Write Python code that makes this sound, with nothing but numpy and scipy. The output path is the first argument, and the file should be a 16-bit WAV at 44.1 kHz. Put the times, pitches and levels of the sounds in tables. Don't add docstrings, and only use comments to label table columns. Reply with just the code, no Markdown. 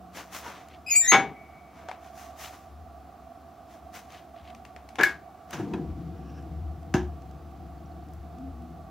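import sys
import numpy as np
from scipy import signal
from scipy.fft import rfft, irfft
from scipy.io import wavfile
from scipy.ndimage import uniform_filter1d, minimum_filter1d

SR = 44100
rng = np.random.default_rng(int(sys.argv[2]) if len(sys.argv) > 2 else 0)


def master(y):
    cut = np.clip(np.atleast_2d(y).T, -1, 1)
    pcm = np.round(cut * 32767)
    wavfile.write(sys.argv[1], SR, pcm.astype(np.int16))


N = 392490
T = np.arange(N) / SR
OPEN_S, GUST_RISE_S = 5.545, 0.052
TOP_HZ = 15850

# start in seconds, level in dB, brightness in dB per octave, contact in seconds.
SLAMS = [(1.118, -16.5, 3, 0.0026), (1.129, -16, 0.25, 0.019), (4.984, -28.5, 0.5, 0.016)]
# frequency in Hz, level in dB.
CLICK_COLOUR = [(60, -47), (300, -17), (700, 2.5), (1500, 1), (2400, 1), (4000, -6), (6300, -6.5),
                (9000, -12.5), (15000, -21)]


def gain_of(db):
    return 10 ** (np.asarray(db) / 20)


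def unit_rms(x):
    return x / np.sqrt(np.mean(x ** 2) + 1e-20)


def curve_at(points, hz):
    f, value = np.transpose(points)
    return np.interp(np.log(hz + 1), np.log(f + 1), value)


def add(mix, s, sound):
    part = mix[:, max(round(s * SR), 0):][:, :sound.shape[1]]
    part += sound[:, :part.shape[1]]


def panned(db):
    return gain_of(np.array([[.5], [-.5]]) * db)


def swell(s, half):
    return np.exp(-((T - s) / half) ** 2)


def wander(size, rate_hz):
    f = np.fft.rfftfreq(size, 1 / SR)
    return unit_rms(irfft(rfft(rng.standard_normal(size)) * np.exp(-(f / rate_hz) ** 2), size))


def noise(size, colour, tilt=0):
    # frequency in Hz, correlation.
    likeness = [(100, 1), (1500, 0.91), (4000, 0.96), (7000, 0.38), (11000, 0.037)]
    hz = np.fft.rfftfreq(size, 1 / SR)
    left, other = rfft(rng.standard_normal((2, size)))
    same = curve_at(likeness, hz)
    right = same * left + np.sqrt(1 - same ** 2) * other
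    shape = gain_of(curve_at(colour, hz) + tilt * np.log2(hz + 400))
    return unit_rms(irfft(np.array([left, right]) * shape, size))


def drone(hz, width_hz):
    f = np.fft.rfftfreq(N, 1 / SR)
    return unit_rms(irfft(rfft(rng.standard_normal(N)) / (1 + ((f - hz) / width_hz * 2) ** 2), N))


def ring_out(x):
    # frequency in Hz, T60 in seconds.
    decay = [(80, 0.82), (170, 0.41), (700, 0.36), (1400, 0.26), (3000, 0.26), (6000, 0.23), (14000, 0.19)]
    hz, t, bands = signal.stft(x, SR, nperseg=256)
    fade = gain_of(-60 * t / curve_at(decay, hz)[:, None])
    return signal.istft(bands * fade, SR, nperseg=256)[1][:, :x.shape[1]]


def strikes(blows, colour, modes, modes_db, crack_db, tail_db, pan_db, bloom_share=.005):
    out, t = np.zeros((2, N)), np.arange(SR) / SR
    offsets = rng.random(len(modes))
    beats_db = [2.5 * wander(SR, 26) for _ in modes]
    for s, db, tilt, contact in blows:
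        burst = noise(SR, colour, tilt)
        crack = gain_of(crack_db) * burst * np.exp(-(t / contact) ** 2)
        sound = crack + gain_of(tail_db) * ring_out(burst)
        for (hz, mode_db, t60), offset, beat_db in zip(modes, offsets, beats_db):
            phase = 2 * np.pi * (hz * (t + s) + offset)
            bloom = 1 - np.exp(-(t / (bloom_share * t60)) ** 2)
            bright_db = tilt * np.log2((hz + 400) / 1400)
            level = gain_of(modes_db + mode_db + bright_db + beat_db - 60 * t / t60)
            sound += bloom * level * np.sin(phase)
        attack = 1 - np.exp(-t / (0.21 * contact))
        add(out, s, gain_of(db) * sound * attack)
    return out * panned(pan_db)


def pings(touches, t60, rise_s=0.0011):
    out, t = np.zeros((2, N)), np.arange(SR // 4) / SR
    for s, hz, db in touches:
        level = gain_of(db - 60 * t / t60) * (1 - np.exp(-t / rise_s))
        add(out, s, level * np.sin(2 * np.pi * hz * t)[None])
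    return out


def steel_tone(hz, lag_rad, db_per_octave, db_per_hz):
    phase = 2 * np.pi * np.cumsum(hz) / SR - np.array([[0], [lag_rad]])
    return sum(gain_of(db_per_octave * np.log2(k) + db_per_hz * (k - 1) * hz.mean()) * np.cos(k * phase)
               for k in range(1, int(TOP_HZ / hz.mean()) + 1))


def blower(air_db=-53.5, waver_db=.4):
    # frequency in Hz, level in dB.
    air_colour = [(25, -28.5), (45, -21), (70, 12.5), (105, -3), (170, 0.5), (300, 1), (500, -9.5),
                  (900, -11), (1300, -7), (1700, -18), (3000, -23.5), (6300, -28), (9000, -32.5),
                  (15000, -28.5)]
    # centre in Hz, width in Hz, level in dB.
    resonances = [(676, 51, -56.5), (732, 100, -53), (1149, 62, -64.5)]
    # time in seconds, gain in dB.
    note_level = [(1.7, -1.5), (2.33, 3.5), (2.6, -1), (4.4, 0.5), (7.4, -1.5), (8.9, 1)]
    housing = sum(gain_of(db) * drone(hz, width) for hz, width, db in resonances)
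    air = gain_of(air_db) * noise(N, air_colour)
    note_db = np.interp(T, *np.transpose(note_level)) + waver_db * wander(N, 5.2)
    return air + housing * gain_of(note_db) * panned(-6.5)


def flames(gust_db=-37, settled_db=-51, settle_s=1.22, flicker_db=1.1):
    # frequency in Hz, level in dB.
    colour = [(25, -35), (50, -10), (100, -0.5), (135, 2.5), (170, 9.5), (200, -4.5), (270, -1), (350, 1.5),
              (410, -19), (480, -6), (600, -40), (1300, -39), (2000, -33.5), (6000, -44.5), (10000, -55.5)]
    since = np.maximum(T - OPEN_S, 0)
    rise = np.minimum(since / GUST_RISE_S, 1)
    roar_db = settled_db + (gust_db - settled_db) * np.exp(-since / settle_s)
    return noise(N, colour) * rise * gain_of(roar_db + flicker_db * wander(N, 30))


def flue(shut_db=-59.5, open_db=-42.5, settle_db_per_s=-2, delay_s=0.31):
    # peak time and half length in seconds, level in dB.
    surges = [(2.8, .11, -48.5), (5.91, 0.045, -35), (6.643, 0.12, -35.5), (7.024, 0.1, -34),
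              (8.196, 0.044, -45), (8.522, 0.061, -42)]
    boom = signal.hilbert(drone(hz=73.7, width_hz=13))
    boom = unit_rms((boom / (abs(boom) + 0.46)).real)
    since = np.maximum(T - OPEN_S, 0)
    draught = np.clip((since - delay_s) / GUST_RISE_S, 0, 1) * gain_of(open_db + settle_db_per_s * since)
    surging = sum(gain_of(db) * swell(s, half) for s, half, db in surges)
    return boom * (gain_of(shut_db) + draught + surging)


def embers(per_s=12, level_db=-61, decay_s=.002):
    snaps = (rng.random(N) < per_s / SR) * (T > OPEN_S) * np.minimum(rng.exponential(1, N), 2)
    bursts = signal.lfilter([1], [1, -np.exp(-1 / (decay_s * SR))], snaps + 1e-12)
    return gain_of(level_db) * bursts * noise(N, CLICK_COLOUR, tilt=3)


def gap_draught(flutter_db=2):
    # centre in Hz, width in Hz, level in dB.
    resonances = [(206, 47, -40.5), (318, 69, -40), (460, 52, -48.5), (930, 180, -55.5)]
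    rush = sum(gain_of(db) * drone(hz, width) for hz, width, db in resonances)
    opening = np.clip((T - OPEN_S) / GUST_RISE_S, 0, 1)
    return rush * swell(5.71, half=0.15) * opening * gain_of(flutter_db * wander(N, 25))


def sleeves(rise_share=0.57, grain_db=1.5, trail_db=-13, trail_lag_s=0.025):
    # peak time and half length in seconds, level in dB, brightness in dB per octave.
    swishes = [(0.176, 0.051, -40.5, -2.5), (0.355, 0.051, -38.5, -0.5), (0.467, 0.074, -41.5, -4.5),
               (0.569, 0.077, -52.5, -4.5), (1.789, 0.089, -53, -6), (2.052, 0.071, -56, -3),
               (2.204, 0.089, -50, -1), (2.423, 0.07, -43, 0), (2.536, 0.031, -49.5, -3.5),
               (3.724, 0.058, -57, -2), (3.96, 0.042, -44.5, -1.5), (4.132, 0.069, -54.5, -2.5),
               (5.553, 0.076, -42.5, -5)]
    # frequency in Hz, level in dB.
    cloth = [(50, -30), (200, -6), (500, -4.5), (1100, 1.5), (2000, -2), (4500, -7.5), (6200, -3),
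             (8500, -11), (13000, -9), (16000, -8.5)]
    out, t = np.zeros((2, N)), np.arange(SR) / SR
    for s, half, db, tilt in swishes:
        start = max(s - t[-1] / 2, 0)
        since = t + start - s
        width = half * np.where(since < 0, rise_share, 1)
        brush = noise(SR, cloth, tilt) * np.exp(-(since / width) ** 2)
        trail = noise(SR, cloth, tilt - 0.5) * np.exp(-((since - trail_lag_s) / (2.7 * width)) ** 2)
        trail *= gain_of(trail_db) * np.clip(1 + since / width, 0, 1)
        add(out, start, (brush + trail) * gain_of(db + grain_db * wander(SR, 590)))
    return out


def rasps(grain_db=3.5):
    # peak time and half length in seconds, level in dB.
    strokes = [(0.195, 0.038, -51.5), (.555, 0.054, -56.5), (0.73, 0.032, -54.5), (2.452, 0.03, -45.5),
               (4.16, 0.051, -53), (4.39, 0.035, -60.5), (4.481, 0.034, -55.5)]
    level = sum(gain_of(db) * swell(s, half) for s, half, db in strokes)
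    return level * unit_rms(drone(hz=2470, width_hz=3000) * gain_of(grain_db * wander(N, 300)))


def body_groans(waver=0.0445):
    # peak time and half length in seconds, pitch in Hz, level in dB.
    groans = [(0.056, 0.18, 177.7, -50), (4.582, 0.068, 237.6, -52.5), (8.446, 0.055, 251, -37),
              (8.622, 0.078, 239.7, -45)]
    wavering_time = np.cumsum(1 + waver * wander(N, 30.3)) / SR
    return sum(gain_of(db - 5.2 * ((T - s) / half) ** 2) * np.sin(2 * np.pi * hz * wavering_time)
               for s, half, hz, db in groans)


def chain():
    # start in seconds, pitch in Hz, level in dB.
    links = [(7.781, 4560, -57), (7.859, 5680, -53), (7.917, 4270, -53), (8.022, 4440, -58.5)]
    return pings(links, t60=.02)


def tocks():
    # start in seconds, pitch in Hz, level in dB.
    touches = [(.462, 953, -30), (1.8925, 725, -27.5), (5.291, 773, -38)]
    return pings(touches, t60=0.054)


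def handle(contact_s=0.0028):
    # start in seconds, level in dB, brightness in dB per octave.
    ticks = [(.685, -49.5, 3.5), (1.886, -29.5, -6), (1.893, -37, -4.5), (1.9132, -31.5, -6),
             (4.103, -48, -1), (4.121, -45, 0), (4.502, -42.5, -5.5), (4.548, -44, -0.5),
             (4.6507, -40.5, -1.5), (4.7624, -37, -5), (4.889, -42.5, 0), (4.956, -37.5, -1),
             (5.5076, -39, 6.5), (8.135, -51, 11.5)]
    blows = [(*tick, contact_s) for tick in ticks]
    return strikes(blows, CLICK_COLOUR, [], modes_db=0, crack_db=-0.5, tail_db=-15, pan_db=1.5)


def hinge_scrape(uneven_db=3):
    # centre in Hz, width in Hz, level in dB.
    resonances = [(1630, 140, -68), (2750, 700, -70), (5500, 900, -72)]
    rub = sum(gain_of(db) * drone(hz, width) for hz, width, db in resonances)
    return rub * swell(6.33, half=0.11) * gain_of(uneven_db * wander(N, 19))


def hinge_pin():
    blows = [(5.7352, -35, -3.5, 0.005)]
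    # frequency in Hz, level in dB, T60 in seconds.
    modes = [(985, -1, 0.1), (1685, -8, 0.07), (2546, -1, 0.046), (3289, -12, 0.098), (3903, -12, 0.06)]
    return strikes(blows, CLICK_COLOUR, modes, modes_db=2, crack_db=-4.5, tail_db=-14.5, pan_db=0)


def door_knocks():
    blows = [(5.527, -39, 6, 0.022), (5.597, -38, -2, 0.0063), (5.738, -33, -4, 0.011),
             (6.9398, -28.5, 5.5, 0.0037), (6.9435, -23, -3, 0.017)]
    # frequency in Hz, level in dB.
    colour = [(30, -31), (70, -6.5), (110, -9), (180, 1.5), (350, -3), (450, -16.5), (780, -8.5),
              (1200, -17.5), (1650, -14.5), (2150, -26), (2750, -23.5), (4500, -37.5), (6400, -32.5),
              (8000, -49.5), (15000, -57.5)]
    # frequency in Hz, level in dB, T60 in seconds.
    modes = [(77.2, -15.5, 0.66), (165.7, -3, 0.2), (360, 0.5, 0.3), (785, -12, 0.22), (990, -13, 0.19),
             (1597, -13, 0.19), (1700, -17, 0.26), (2710, -20, 0.13)]
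    return strikes(blows, colour, modes, modes_db=-0.6, crack_db=3.5, tail_db=-2.5, pan_db=-1)


def latch():
    blows = [(4.993, -27.5, -12, 0.024), (5.0098, -26.5, 1, 0.0037), (5.0328, -21, 3.5, 0.0046)]
    # frequency in Hz, level in dB.
    colour = [(40, -78.5), (120, -45.5), (230, -26.5), (340, -12), (500, -21), (700, -16), (1250, -9.5),
              (1650, 0), (1900, -8), (2200, -7.5), (2700, -19.5), (7000, -30), (9500, -38), (13300, -35),
              (15500, -46.5)]
    # frequency in Hz, level in dB, T60 in seconds.
    modes = [(356, -9, 0.13), (1548, -9, 0.196), (1690, 19, 0.029), (1648, 1.5, 0.17), (2196, -10, 0.15)]
    return strikes(blows, colour, modes, modes_db=11.5, crack_db=5, tail_db=-2, pan_db=1, bloom_share=.24)


def plate_shiver(level_db=-57, t60=2.8):
    since = T - SLAMS[0][0]
    return drone(hz=2150, width_hz=480) * (since > 0) * gain_of(level_db - 60 * abs(since) / t60)


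def door_slam():
    # frequency in Hz, level in dB.
    colour = [(30, -60.5), (90, -28), (140, -9), (400, -6.5), (560, -14), (800, -6.5), (1400, -10.5),
              (2300, -10), (2700, -17.5), (3600, -19.5), (4600, -31), (6600, -27.5), (8000, -40.5),
              (15000, -52)]
    # frequency in Hz, level in dB, T60 in seconds.
    modes = [(409, -15, .45), (781, 4, 0.31), (877, -11, 0.28), (982, -3, .17), (1069, -2.5, 0.15),
             (1266, -5, 0.17), (1352, -5, 0.2), (1480, -9, 0.26), (1650, -3.5, 0.23), (1949, -7, .18),
             (2067, -11, .23), (2240, 0.5, 0.24), (3023, -19.5, 0.25), (3558, -13, 0.22), (6475, -35, .28),
             (2250, -36, 2.4)]
    return strikes(SLAMS, colour, modes, modes_db=-4, crack_db=-10.5, tail_db=0.5, pan_db=1)


def hinge_slips(jitter=.017, stumble=.012, flutter_hz=365, grit=.55, grind_db=-20, fade_s=0.0029):
    # time in seconds, pitch in Hz, relative level in dB.
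    slips = [
        [(0.862, 2480, -44), (0.875, 2510, -38), (0.903, 2535, -31), (0.926, 2365, -32), (0.963, 2350, -28),
         (0.984, 2350, -39), (1.02, 2370, -42.5)],
        [(1.015, 1850, -45), (1.047, 1860, -32.5), (1.066, 1875, -30), (1.085, 1965, -31.5), (1.118, 2040, -29)],
    ]
    out = np.zeros((2, N))
    for curve in slips:
        times, pitches, levels = np.transpose(curve)
        t = np.arange(times[0], times[-1], 1 / SR)
        db = np.interp(t, times, levels)
        rough = np.clip((db + 44) * 0.05, 0, 1)
        wobble = jitter * wander(len(t), 400) + stumble * wander(len(t), 90)
        hz = np.interp(t, times, pitches) * (1 + rough * wobble)
        flutter = .3 * np.sin(2 * np.pi * flutter_hz * t)
        shake = unit_rms(1 + rough * (flutter + grit * wander(len(t), 250)))
        fade = np.minimum(np.minimum(t - t[0], t[-1] - t) / fade_s, 1)
        tone = steel_tone(hz, lag_rad=.22, db_per_octave=-6, db_per_hz=-.0013)
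        grind = gain_of(grind_db) * rough * noise(len(t), CLICK_COLOUR, tilt=1.5)
        add(out, times[0], gain_of(db + 3) * fade * shake * (tone + grind))
    return out * panned(1.5)


def hinge_shrieks(rise_s=.021, t60=.11, jitter=.0028):
    # start and length in seconds, pitch in Hz, level in dB, right lag in radians.
    shrieks = [(.895, .038, 6860, -17.5, 2.4), (.905, .045, 6500, -33, 1.3), (.94, .13, 6860, -35, 2.4),
               (.943, .039, 7195, -11.5, 2.3), (.984, .028, 7250, -15, 1.5), (1.028, .028, 7245, -27, 1.3),
               (1.066, .048, 6477, -15.5, 1.3)]
    out, t = np.zeros((2, N)), np.arange(SR // 3) / SR
    for s, length, hz, db, lag in shrieks:
        level = np.minimum(t / rise_s, 1) ** 2 * gain_of(db - 60 * np.maximum(t - length, 0) / t60)
        pitch = hz * (1 + jitter * wander(len(t), 391))
        add(out, s, level * steel_tone(pitch, lag, db_per_octave=-5.5, db_per_hz=-.0019))
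    return out * panned(2.5)


def hinge_squeal(mingle_db=24, slip_room_db=-5, shriek_room_db=-11):
    slips, shrieks = hinge_slips(), hinge_shrieks()
    slips *= 1 + gain_of(mingle_db) * shrieks ** 2
    room = ring_out(rng.standard_normal((2, SR // 2)))
    into_room = gain_of(slip_room_db) * slips + gain_of(shriek_room_db) * shrieks
    echoes = signal.oaconvolve(into_room, room / np.linalg.norm(room[0]), axes=1)[:, :N]
    return slips + shrieks + echoes


def scene():
    impacts = door_slam() + latch() + door_knocks() + handle() + hinge_pin() + tocks() + chain()
    door = impacts + plate_shiver() + hinge_squeal() + hinge_scrape() + body_groans()
    return door + sleeves() + rasps() + blower() + gap_draught() + flames() + flue() + embers()


def record(dry, low_cut_hz=42, ceiling=.8):
    # frequency in Hz, left over right in dB.
    balance = [(60, 2.5), (150, 3), (400, 2), (700, 0), (2300, 2.5), (4400, .5), (12000, 2)]
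    hz = np.fft.rfftfreq(N, 1 / SR)
    low_cut = hz ** 4 / (hz ** 4 + low_cut_hz ** 4)
    heard = irfft(rfft(dry) * panned(curve_at(balance, hz)) * low_cut, N)
    duck = minimum_filter1d(ceiling / np.maximum(abs(heard).max(0), ceiling), size=301)
    limited = heard * uniform_filter1d(duck, size=301)
    low_pass = signal.firwin(511, TOP_HZ, window=("kaiser", 9), fs=SR)
    return signal.oaconvolve(limited, low_pass[None], "same")


dry = scene()
out = record(dry)
master(out)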